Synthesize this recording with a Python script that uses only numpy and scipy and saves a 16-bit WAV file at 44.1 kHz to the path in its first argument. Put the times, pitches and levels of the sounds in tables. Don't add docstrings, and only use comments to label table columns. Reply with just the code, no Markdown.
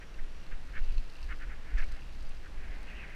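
import sys
import numpy as np
from scipy import signal
from scipy.fft import rfft, irfft
from scipy.io import wavfile
from scipy.ndimage import uniform_filter1d

SR = 44100
rng = np.random.default_rng(int(sys.argv[2]) if len(sys.argv) > 2 else 0)


def bounce(signal):
    frames = np.transpose(np.atleast_2d(signal))
    limited = np.clip(frames, -1, 1)
    pcm = np.round(limited * 32767).astype(np.int16)
    wavfile.write(sys.argv[1], SR, pcm)


N = 138915
T = np.arange(N) / SR


def amp(db):
    return 10 ** (np.asarray(db) / 20)


def unit(x):
    return x / np.sqrt(np.mean(x ** 2) + 1e-20)


def curve(rows, column=1):
    rows = np.array(rows)
    return np.interp(T, rows[:, 0], rows[:, column])


def colour(x, spectrum, tilt_db_per_oct=0):
    octave = np.log2(np.fft.rfftfreq(len(x), 1 / SR) + 1)
    hz, db = np.transpose(spectrum)
    gain_db = np.interp(octave, np.log2(hz + 1), db) + tilt_db_per_oct * octave
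    return unit(irfft(rfft(x) * amp(gain_db), len(x)))


def steady(x, window_s):
    window = signal.windows.hann(max(int(window_s * SR), 8))
    power = signal.fftconvolve(x ** 2, window / window.sum(), "same")
    return x / np.sqrt(np.abs(power) + 1e-6)


def clicks(rate_per_s, spread_db):
    size = amp(spread_db * np.minimum(rng.exponential(1, N), 4))
    return size * rng.choice([-1., 1.], N) * (rng.random(N) < rate_per_s / SR)


def resonate(x, hz, width_hz):
    carrier = np.exp(2j * np.pi * np.cumsum(hz * np.ones(len(x))) / SR)
    pole = np.exp(-np.pi * width_hz / SR)
    return 2 * (carrier * signal.lfilter([1 - pole], [1, -pole], x / carrier + 1e-18)).real


def resonate_twice(x, hz, width_hz):
    return unit(resonate(resonate(x, hz, width_hz), hz, width_hz))


# (time [s], level [dB])
WIND_LEVEL = [(0, -46.5), (.3, -36), (.41, -36), (.45, -48), (.49, -34), (.63, -35), (.73, -39.5),
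              (.88, -26), (1.07, -34.5), (1.16, -43), (1.22, -33), (1.48, -34.5), (1.64, -36.5),
              (1.72, -39), (1.8, -32), (1.93, -31.5), (1.99, -39.5), (2.05, -38.5), (2.25, -33.5),
              (2.5, -39.5), (2.73, -34), (3.0, -42)]
# (frequency [Hz], gain [dB])
WIND_SPECTRUM = [(5, -6.5), (14, 15.5), (25, -2.5), (40, 0), (55, -4.5), (70, -17), (90, -50), (200, -88),
                 (600, -100)]
# (time [s], level [dB], width [s])
AIR_JOLTS = [(0.224, -26.5, 0.015), (.54, -22.5, 0.015), (0.82, -18.5, 0.015), (.884, -24.5, 0.0095),
             (0.986, -21.5, 0.0085), (1.04, -27, .013), (1.753, -19.5, 0.0062), (1.82, -17, 0.014),
             (1.933, -31.5, 0.0059), (2.286, -34, 0.018), (2.574, -28.5, .014)]


def wind():
    eddies = steady(colour(rng.standard_normal(N), WIND_SPECTRUM), window_s=0.077)
    pushes = sum(amp(db) * (at_s - T) / width_s * np.exp(.5 - .5 * ((T - at_s) / width_s) ** 2)
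                 for at_s, db, width_s in AIR_JOLTS)
    return amp(curve(WIND_LEVEL)) * eddies + pushes


# (frequency [Hz], gain [dB])
ROLL_SPECTRUM = [(47, -9), (85, -0.5), (150, -3), (250, -8.5), (350, -9.5), (600, -13), (1000, -15.5),
                 (1700, -14), (2300, -17), (2750, -18.5), (3400, -21), (4800, -25.5), (7000, -31),
                 (10000, -37), (15000, -45.5)]
# (time [s], level [dB])
HUM_LEVEL = [(0, -65.5), (1.0, -67.5), (1.6, -62), (1.8, -61.5), (2.2, -67), (2.7, -58), (3.0, -58),
             (3.15, -58)]
# (frequency [Hz], gain [dB])
HUM_SPECTRUM = [(40, -14), (90, -5.5), (160, 2.5), (400, -4.5), (900, -8.5), (2000, -20.5), (6000, -56)]


def tyres(hiss_db=-55.5):
    hiss = amp(hiss_db) * colour(rng.standard_normal(N), ROLL_SPECTRUM)
    hum = amp(curve(HUM_LEVEL)) * colour(rng.standard_normal(N), HUM_SPECTRUM)
    return hiss + hum


# (time [s], level [dB])
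GRIT_LEVEL = [(0, -78), (.38, -73.5), (.62, -72), (.78, -69), (.93, -65), (1.03, -72), (1.15, -66),
              (1.33, -67.5), (1.52, -77.5), (1.74, -72), (1.82, -67), (2.0, -69.5), (2.25, -68.5),
              (2.5, -74.5), (2.85, -70), (3.15, -76)]
# (frequency [Hz], gain [dB])
CRACK_SPECTRUM = [(500, -25), (2000, 17), (3400, 10), (4500, 11), (6000, 1), (8500, -32), (12000, -14),
                  (15000, -74)]
# (frequency [Hz], width [Hz], gain [dB])
FRAME_RESONANCES = [(2690, 230, 2.5), (3966, 120, 2), (4400, 610, 3), (4980, 190, -5.5), (5930, 160, -5.5),
                    (8280, 240, -14)]


def grit(crack_gain_db=-6.5):
    grains = clicks(rate_per_s=1100, spread_db=4.5)
    ring = unit(sum(amp(db) * resonate(grains, hz, width_hz) for hz, width_hz, db in FRAME_RESONANCES))
    cracks = amp(crack_gain_db) * colour(grains, CRACK_SPECTRUM)
    return amp(curve(GRIT_LEVEL)) * (ring + cracks)


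# (time [s], level [dB])
SIZZLE_LEVEL = [(0, -72), (.25, -80), (.4, -73), (.5, -82), (.6, -83)]


def sizzle():
    return amp(curve(SIZZLE_LEVEL)) * resonate_twice(rng.standard_normal(N), hz=5660, width_hz=420)


# (time [s], level [dB])
JINGLE_LEVEL = [(0, -76), (.72, -75), (.82, -63.5), (.93, -64), (1.03, -71), (1.15, -65), (1.3, -74),
                (1.9, -72), (2.07, -66), (2.22, -77), (2.32, -64.5), (2.48, -77), (3.15, -67)]


def jingle():
    shake = clicks(rate_per_s=450, spread_db=5)
    return amp(curve(JINGLE_LEVEL)) * resonate_twice(shake, hz=FRAME_RESONANCES[0][0], width_hz=500)


# (frequency [Hz], width [Hz], gain [dB])
RUB_RESONANCES = [(1416, 314, -2.5), (1740, 200, 2), (1910, 235, -1.5), (2156, 162, -1), (2490, 570, -11)]


def friction(pitch_ratio):
    slips = clicks(rate_per_s=2600, spread_db=2)
    ring = sum((-1) ** k * amp(db) * resonate(slips, hz * pitch_ratio, width_hz)
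               for k, (hz, width_hz, db) in enumerate(RUB_RESONANCES))
    band = signal.butter(3, [1160, 3080], "band", fs=SR, output="sos")
    return steady(unit(signal.sosfilt(band, ring)), window_s=0.12)


# (peak time [s], rise [s], fall [s], level [dB], pitch [ratio])
RUB_CONTACTS = [(.02, 0.02, 0.042, -55, 1.1), (.194, .014, 0.014, -59, 1.06),
                (.519, .007, .035, -49.5, 0.99), (.695, 0.02, 0.022, -58.5, 1.02),
                (0.778, 0.051, 0.021, -44, 1.04), (1.32, 0.037, 0.029, -44, 1.0),
                (1.429, 0.038, .027, -48, 1), (1.517, 0.044, .04, -50.5, 1.01),
                (1.71, 0.1, 0.12, -55, 1.06), (1.775, 0.016, .014, -46, 1.02),
                (1.799, 0.017, 0.025, -43, 1.033), (1.829, 0.011, 0.018, -44, 1.008),
                (1.93, 0.059, 0.13, -57.5, .99), (2.459, 0.035, 0.03, -54.5, 1)]


def rubs(body_gain_db=-13.5):
    envelopes = np.array([amp(db) * np.exp(-2 * ((T - at_s) / np.where(T < at_s, rise_s, fall_s)) ** 2)
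                          for at_s, rise_s, fall_s, db, _ in RUB_CONTACTS])
    pitch_ratio = np.array(RUB_CONTACTS)[envelopes.argmax(0), 4]
    body = amp(body_gain_db) * colour(rng.standard_normal(N), HUM_SPECTRUM)
    return np.linalg.norm(envelopes, axis=0) * (friction(pitch_ratio) + body)


# (time [s], level [dB], rattle length [s], tilt [dB/octave])
KNOCKS = [(0.142, -50, .003, -11), (.465, -55.5, .0026, -5), (0.848, -59, .002, 4),
          (0.9797, -45.5, 0.0022, -5), (0.9818, -49.5, 0.0016, -13), (1.059, -57, .0016, -3),
          (1.098, -57, .004, 1), (1.2287, -48.5, 0.0016, 0), (1.233, -60, .0012, -4),
          (1.779, -57.5, 0.015, 4), (1.784, -57.5, 0.026, 3), (1.842, -59, 0.0054, 8),
          (1.917, -59, .0036, 8), (1.922, -58, .0032, 14), (2.228, -64, .0022, 24), (2.292, -59, .002, 18),
          (2.829, -64, .004, 26)]
# (frequency [Hz], gain [dB])
RATTLE_SPECTRUM = [(500, -20), (1900, -5), (2700, 10), (3400, 9), (4300, 7.5), (5200, 8.5), (7000, -1.5),
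                   (10000, -14.5), (15000, -42)]


def ticks(attack_s=0.00027, ring_decay_s=0.0047, ring_gain_db=-2.5, size=4096):
    out, t = np.zeros(N + size), np.arange(size) / SR
    hz, _, mode_db = np.transpose(FRAME_RESONANCES)
    for at_s, db, length_s, tilt in KNOCKS:
        modes = np.sin(2 * np.pi * (hz[:, None] * t + rng.random((len(hz), 1))))
        mode_gains = amp(mode_db + tilt * np.log2(hz))
        ring = amp(ring_gain_db) * np.exp(-t / ring_decay_s) * unit(mode_gains @ modes)
        rattle = np.exp(-(t / length_s) ** 2) * colour(rng.standard_normal(size), RATTLE_SPECTRUM, tilt)
        out[round(at_s * SR):][:size] += amp(db) * np.minimum(t / attack_s, 1) * (ring + rattle)
    return out[:N]


# (peak time [s], half length [s], level [dB], centre pitch [Hz], glide [Hz/s])
RUB_CHIRPS = [(0.187, 0.0075, -57, 1630, -20000), (0.195, 0.0058, -51, 1930, -35000),
              (1.78, .007, -49.5, 1870, -12000), (1.792, 0.01, -43.5, 1704, -1000),
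              (1.842, 0.01, -53, 2220, 6000)]


def chirps(waver_depth=0.0117):
    waver = 1 + waver_depth * unit(uniform_filter1d(rng.standard_normal(N), size=100))
    out = np.zeros(N)
    for at_s, half_s, db, hz, glide_hz_per_s in RUB_CHIRPS:
        cycles = np.cumsum((hz + glide_hz_per_s * (T - at_s)) * waver) / SR
        out += amp(db) * np.exp(-((T - at_s) / half_s) ** 2) * np.sqrt(2) * np.sin(2 * np.pi * cycles)
    return out


# (time [s], level [dB])
PING_STRIKES = [(2.024, -64), (2.207, -64), (2.268, -57.5), (2.293, -66), (2.367, -62)]


def pings(hz=4860, decay_s=0.0058):
    out = np.zeros(N)
    for at_s, db in PING_STRIKES:
        t = np.maximum(T - at_s, 0)
        out += amp(db) * np.exp(-t / decay_s) * np.sqrt(2) * np.sin(2 * np.pi * hz * t)
    return out


# (time [s], level [dB])
SCRAPE_LEVEL = [(2.5, -75), (2.58, -60.5), (2.645, -55), (2.69, -59.5), (2.725, -53.5), (2.8, -60),
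                (2.85, -60.5), (2.89, -54), (2.94, -53.5), (2.97, -57.5), (3.04, -48.5), (3.075, -56.5),
                (3.1, -51.5), (3.15, -57)]
# (time [s], pitch [Hz], level [dB])
SQUEAL_TRACK = [(2.85, 2750, -79), (2.885, 2700, -54), (2.93, 2560, -62), (2.97, 2820, -54.5),
                (3.0, 2600, -52), (3.03, 2500, -53.5), (3.055, 1730, -56), (3.09, 1700, -65)]


def scrape():
    rasp = amp(curve(SCRAPE_LEVEL)) * friction(pitch_ratio=1.155)
    squeal = resonate_twice(rng.standard_normal(N), curve(SQUEAL_TRACK), width_hz=300)
    return rasp + amp(curve(SQUEAL_TRACK, column=2)) * steady(squeal, window_s=0.021)


def scene():
    riding = wind() + tyres() + grit() + sizzle()
    rubbing = rubs() + chirps() + scrape()
    metal = ticks() + jingle() + pings()
    return (riding + rubbing + metal)[None]


def record(dry):
    lowpass = signal.firwin(511, 15100, window=("kaiser", 9), fs=SR)
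    return signal.oaconvolve(dry, lowpass[None], "same")


dry = scene()
out = record(dry)
bounce(out)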